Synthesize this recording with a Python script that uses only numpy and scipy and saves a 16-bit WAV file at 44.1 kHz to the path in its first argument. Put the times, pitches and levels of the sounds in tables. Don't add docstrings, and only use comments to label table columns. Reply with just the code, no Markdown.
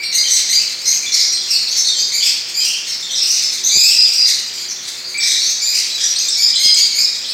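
import sys
import numpy as np
from scipy import signal
from scipy.fft import rfft, irfft
from scipy.io import wavfile
from scipy.ndimage import uniform_filter1d, minimum_filter1d

SR = 44100
rng = np.random.default_rng(int(sys.argv[2]) if len(sys.argv) > 2 else 0)


def pcm_store(signal):
    levels = np.round(np.clip(np.atleast_2d(signal), -1, 1) * 32767)
    wavfile.write(sys.argv[1], SR, levels.astype(np.int16).T)


N = 323253

# (frequency [Hz], level [dB])
BEAK_COLOUR = [(1600, -15.5), (2200, -10), (3000, -6.5), (4000, 0.5), (4900, 4), (7000, -1.5), (8600, -9.5),
               (9900, -29), (12500, -13.5), (15500, -24)]


def from_db(db):
    return 10 ** (np.asarray(db) / 20)


def rms_one(x):
    return x / np.sqrt(np.mean(x ** 2) + 1e-20)


def at_hz(points, hz):
    known_hz, values = np.transpose(points)
    return np.interp(np.log(hz), np.log(known_hz), values)


def low_pass(x, hz):
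    return signal.sosfilt(signal.butter(2, min(hz, SR / 2 - 1), fs=SR, output="sos"), x)


def add(track, s, sound):
    start = int(np.clip(s * SR, 0, N))
    track[start:start + len(sound)] += sound[:N - start]


def ventilation(air_db=-39, waver=0.44, waver_hz=3):
    # (frequency [Hz], relative level per Hz [dB])
    air_colour = [(30, -42), (95, -3), (1100, -3), (2200, 2.5), (10000, -18), (15000, -14.5)]
    # (frequency [Hz], rms level before the waver [dB])
    hum = [(220, -62), (367, -57), (517, -57.5)]
    t = np.arange(N) / SR
    hz = np.linspace(1, SR / 2, N // 2 + 1)
    noise_spectrum = rfft(rng.standard_normal(N))
    air = irfft(noise_spectrum * from_db(at_hz(air_colour, hz)), N)
    out = from_db(air_db) * rms_one(air)
    for tone_hz, db in hum:
        sway = rms_one(low_pass(rng.standard_normal(N), waver_hz))
        tone = np.sqrt(2) * np.sin(2 * np.pi * tone_hz * t + sway)
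        out += from_db(db) * (1 + waver * sway) * tone
    return out


def bumps(dull_hz=480, low_hz=55):
    # (time [s], peak level [dB])
    knocks = [(3.757, -21), (3.771, -18.5), (6.66, -22)]
    out = np.zeros(N)
    knock = low_pass(signal.unit_impulse(SR // 10), dull_hz)
    knock = signal.sosfilt(signal.butter(2, low_hz, "high", fs=SR, output="sos"), knock)
    for s, db in knocks:
        add(out, s, from_db(db) * knock / knock.max())
    return out


def twitter(voice, db, centre_hz, octaves, length, rasp, glide_octaves=0.198, count=170):
    out = np.zeros(N)
    for turn, (late, high, bend, long) in enumerate(rng.standard_normal((count, 4))):
        s = (turn + late / 2) / count * N / SR
        hz = centre_hz * 2 ** (octaves * np.clip(high, -2, 2))
        note_length = length * 2 ** np.tanh(long)
        rise_octaves = glide_octaves * np.tanh(bend)
        add(out, s, voice(note_length, hz, at_hz(BEAK_COLOUR, hz), rise_octaves, rasp))
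    return from_db(db) * rms_one(out)


def joining_in(louder_birds, follows=.55, response_s=.06):
    keep = np.exp(-1 / (response_s * SR))
    call_power = rms_one(louder_birds) ** 2
    loudness = np.sqrt(signal.lfilter([1 - keep], [1, -keep], call_power))
    return loudness ** follows


def syrinx(length, start_hz, end_hz, rasp, jitter_hz=280, warble_hz=120):
    t = np.arange(int(np.clip(length * SR, 20, SR // 2))) / SR
    along = t / t[-1]
    arch = np.abs(np.sin(np.pi * along))
    jitter = rms_one(low_pass(rng.standard_normal(SR // 2), jitter_hz))[-len(t):]
    note_warble_hz = warble_hz * 2 ** rng.uniform(-1, 0.504)
    warble = np.sin(2 * np.pi * (note_warble_hz * t + rng.random()))
    waver = rms_one(jitter + warble)
    pulse = np.cos(2 * np.pi * rng.uniform(20, 40) * t)
    stutter_db = 80 * min(rasp, .08) * pulse
    glide = start_hz + (end_hz - start_hz) * along
    pitch = glide * (1 + rasp * (waver + arch - arch.mean()))
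    swell = arch ** .25 * from_db(stutter_db - 3.5 * along)
    return 2 * np.pi * np.cumsum(pitch) / SR, rms_one(swell)


def whistle(length, start_hz, end_hz, db, rasp, overtone_db=-7, count=2):
    phase, swell = syrinx(length, start_hz, end_hz, rasp * (5000 / start_hz) ** .75)
    k = np.arange(1, count + 1)[:, None]
    colour = at_hz(BEAK_COLOUR, k * (start_hz + end_hz) / 2)
    gains = from_db(db + np.minimum(colour - colour[0], 0) + overtone_db * (k - 2))
    return swell * np.sum(gains * np.sin(k * phase), axis=0)


def tsip(length, db):
    return whistle(length, start_hz=6930, end_hz=8460, db=db, rasp=0)


def buzz(length, hz, db, rise_octaves, rasp=.045):
    half_rise = 2 ** (rise_octaves / 2)
    return whistle(length, hz / half_rise, hz * half_rise, db, rasp)


def peep(length, hz, db, rasp=.0135, sag_octaves=.035):
    half_sag = 2 ** (sag_octaves / 2)
    return whistle(length, hz * half_sag, hz / half_sag, db, rasp)


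def chirp(length, start_hz, end_hz, db, rasp, bright_db, count=6):
    phase, swell = syrinx(length, start_hz, end_hz, rasp)
    k = np.arange(1, count + 1)[:, None]
    glide = np.linspace(start_hz, end_hz, len(phase))
    tilt_db = bright_db * np.minimum(np.log2(k / 2), 1)
    gains = from_db(db + at_hz(BEAK_COLOUR, k * glide) + tilt_db)
    arch = np.sin(np.linspace(0, np.pi, len(phase))).clip(0)
    bloom = arch ** (np.maximum(k - 2, 0) / 4)
    return swell * np.sum(bloom * gains * np.sin(k * phase), axis=0)


def sparrow(length, hz, db, rise_octaves, rasp, bright_db=1.5):
    half_rise = 2 ** (rise_octaves / 2)
    return chirp(length, hz / half_rise, hz * half_rise, db, rasp, bright_db)


def sing(table, voice):
    out = np.zeros(N)
    for s, *note in table:
        add(out, s, voice(*note))
    return out


def aviary(x, direct_db, build_s=0.0015):
    # (frequency [Hz], time to fade by 60 dB [s])
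    ring = [(2200, 0.85), (4800, 0.77), (13000, 0.38)]
    ring_hz, fade_s = np.transpose(ring)
    t = np.arange(SR) / SR
    tail = np.zeros(SR)
    white = rfft(rng.standard_normal(SR))
    hz = np.arange(SR // 2 + 1) + 1.0
    for share, t60 in zip(np.eye(len(ring_hz)), fade_s):
        band = np.interp(np.log(hz), np.log(ring_hz), share)
        tail += irfft(white * band, SR) * from_db(-60 * t / t60)
    tail *= 1 - np.exp(-t / build_s)
    echoes = signal.fftconvolve(x, tail / np.linalg.norm(tail))[:N]
    direct = from_db(direct_db)
    return (direct * x + echoes) / np.hypot(1, direct)


def microphones(x):
    # (frequency [Hz], level difference [dB])
    balance = [(1560, 0), (1850, 4), (2450, 0)]
    lean_db = at_hz(balance, np.linspace(1, SR / 2, N // 2 + 1))
    return irfft(rfft(x) * from_db([lean_db / 2, -lean_db / 2]), N)


def scene():
    # (time [s], length [s], level [dB])
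    tsips = [(6.283, 0.013, -20), (6.552, 0.0073, -24), (6.648, 0.0081, -26), (6.744, 0.0047, -16.5)]
    # (time [s], length [s], pitch [Hz], level [dB], rise [octaves])
    buzzes = [(0.038, 0.042, 4330, -23.5, -0.0095), (0.145, 0.071, 6150, -28, 0.032),
              (0.28, 0.094, 5960, -18, -0.031), (0.29, 0.11, 7800, -27, -0.03),
              (0.855, 0.096, 6240, -18.5, 0.12), (1.12, 0.052, 5510, -17.5, -.1),
              (1.2, 0.038, 5170, -17.5, 0.12), (1.335, 0.056, 4870, -28, 0),
              (1.522, 0.051, 4420, -17.5, -.3), (1.67, 0.082, 4390, -25.5, 0.085),
              (1.69, 0.055, 6130, -24, 0.11), (1.765, 0.053, 6030, -19, 0.023),
              (1.845, 0.046, 4135, -18, -0.11), (1.965, 0.062, 4610, -21.5, .07),
              (1.98, 0.039, 6160, -22.5, 0.096), (2.205, 0.063, 3286, -25, 0.19),
              (2.66, .1, 2987, -29.5, 0.11), (2.895, 0.046, 5370, -25, -0.13),
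              (3.09, .1, 3730, -26.5, 0.28), (3.15, .13, 5320, -22, 0.012),
              (3.28, 0.077, 5840, -18.5, 0.094), (3.64, 0.1, 3895, -26, 0.068),
              (3.638, 0.046, 6240, -15.5, .04), (3.715, .13, 7000, -21, .08),
              (4.13, 0.12, 5470, -25, -0.11), (4.685, .04, 5800, -25, -.15),
              (5.045, .03, 4780, -27.5, 0.043), (5.205, 0.067, 5210, -20, -0.21),
              (5.375, 0.096, 4260, -23, .16), (5.415, .11, 5940, -22, 0.21), (6.16, 0.037, 4530, -20, 0.44),
              (6.187, .018, 6350, -18, .1), (6.3, 0.044, 5300, -18.5, -0.047),
              (6.535, 0.062, 3430, -26, 0.077), (6.76, 0.038, 6510, -21, 0.17),
              (7.245, .09, 4070, -28.5, .4)]
    # (time [s], length [s], pitch [Hz], level [dB])
    peeps = [(0.0, .046, 2290, -27.5), (0.18, 0.041, 4810, -19), (0.235, 0.056, 3124, -29),
             (0.54, 0.047, 4755, -18), (0.856, .05, 5050, -24), (1.03, .04, 2340, -31),
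             (1.062, 0.033, 3520, -25.5), (1.125, 0.054, 4250, -21.5), (1.257, .12, 5700, -25),
             (1.335, 0.054, 4160, -23.5), (1.33, 0.041, 8230, -32), (1.505, 0.018, 5500, -16.5),
             (1.755, 0.068, 5410, -23.5), (1.88, 0.053, 3680, -24), (1.945, 0.044, 3205, -31.5),
             (1.96, 0.042, 7430, -28.5), (2.6, 0.054, 3150, -30), (3.025, 0.051, 3580, -29.5),
             (3.105, 0.076, 5875, -26), (3.2, 0.064, 4220, -30.5), (3.43, 0.068, 5190, -23),
             (3.74, 0.15, 4743, -22), (3.965, 0.11, 4950, -14), (4.18, 0.079, 4860, -14),
             (5.143, .11, 2305, -25.5), (5.18, 0.024, 7850, -23), (5.285, 0.081, 3835, -22),
             (5.62, 0.081, 7070, -25), (5.9, 0.073, 3990, -27.5), (6.035, 0.11, 5790, -21.5),
             (6.16, 0.013, 8300, -27.5), (6.283, 0.012, 3650, -23), (6.412, 0.097, 5060, -16),
             (6.557, 0.021, 4040, -17), (6.635, 0.11, 4976, -14.5), (6.63, .11, 3220, -26.5),
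             (6.655, .07, 4220, -21.5), (6.81, .035, 4740, -16), (6.995, 0.079, 5090, -19)]
    # (time [s], length [s], pitch [Hz], level [dB], rise [octaves], rasp [share of pitch])
    chirps = [(0.033, 0.032, 2770, -23, 0.016, 0.016), (0.125, 0.073, 2080, -14.5, 0.072, 0.042),
              (0.275, .13, 2060, -19, 0.015, 0.067), (0.49, 0.042, 2043, -14.5, 0.098, 0.029),
              (0.527, .046, 2330, -14.5, 0.072, 0.034), (0.853, 0.053, 2120, -17.5, 0, 0.038),
              (1.12, 0.057, 2254, -16, -0.047, 0.073), (1.192, 0.032, 2203, -15.5, 0.0025, 0.046),
              (1.485, 0.077, 2570, -18.5, -.1, 0.063), (1.75, 0.044, 2150, -22, -.1, .08),
              (2.118, 0.076, 2300, -16, 0.16, 0.041), (2.225, 0.06, 2526, -13.5, 0.011, 0.079),
              (2.542, 0.084, 2420, -17.5, .1, .022), (2.62, 0.095, 2740, -17.5, .05, 0.058),
              (2.87, .045, 2080, -23, -.2, 0.044), (3.19, 0.22, 2623, -21.5, -0.0055, 0.083),
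              (3.39, .08, 2250, -23.5, 0, .1), (3.49, .09, 2053, -26, -0.0033, 0.12),
              (3.712, .26, 2530, -12.5, .26, .026), (4.09, .11, 2634, -20, 0, .06),
              (4.25, 0.078, 2050, -16.5, -.08, 0.07), (4.53, 0.13, 2355, -28.5, 0, 0.041),
              (4.85, .06, 2150, -26, -0.081, 0.14), (5.2, 0.18, 1974, -18.5, 0.0043, 0.067),
              (5.605, 0.17, 2410, -20, 0.14, .018), (5.725, .1, 2646, -17.5, 0.0058, 0.13),
              (5.98, 0.096, 1824, -19.5, -0.042, 0.087), (6.36, .11, 2327, -17.5, 0.14, .016),
              (6.575, 0.098, 2138, -17, 0.01, .018), (6.76, .06, 2260, -14.5, .06, 0.02),
              (6.935, .065, 2255, -17, 0.093, 0.023), (6.985, 0.016, 2432, -11.5, 0.0051, 0.017)]
    birds = aviary(sing(tsips, tsip), direct_db=2.5)
    birds += aviary(sing(buzzes, buzz), direct_db=-4)
    birds += aviary(sing(peeps, peep), direct_db=0.5)
    birds += aviary(sing(chirps, sparrow), direct_db=-3.5)
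    flock = twitter(sparrow, db=-26, centre_hz=2200, octaves=.15, length=.04, rasp=.05)
    flock += twitter(buzz, db=-28.5, centre_hz=4000, octaves=.35, length=.025, rasp=.04)
    birds += aviary(flock * joining_in(birds), direct_db=0)
    return microphones(birds + ventilation() + bumps())


def record(dry, ceiling=0.91, size=221, cutoff_hz=15850):
    room_left = ceiling / np.maximum(np.abs(dry), ceiling)
    gain = uniform_filter1d(minimum_filter1d(room_left, size), size)
    top_cut = signal.ellip(12, .1, 90, cutoff_hz, fs=SR, output="sos")
    return signal.sosfilt(top_cut, dry * gain)


dry = scene()
out = record(dry)
pcm_store(out)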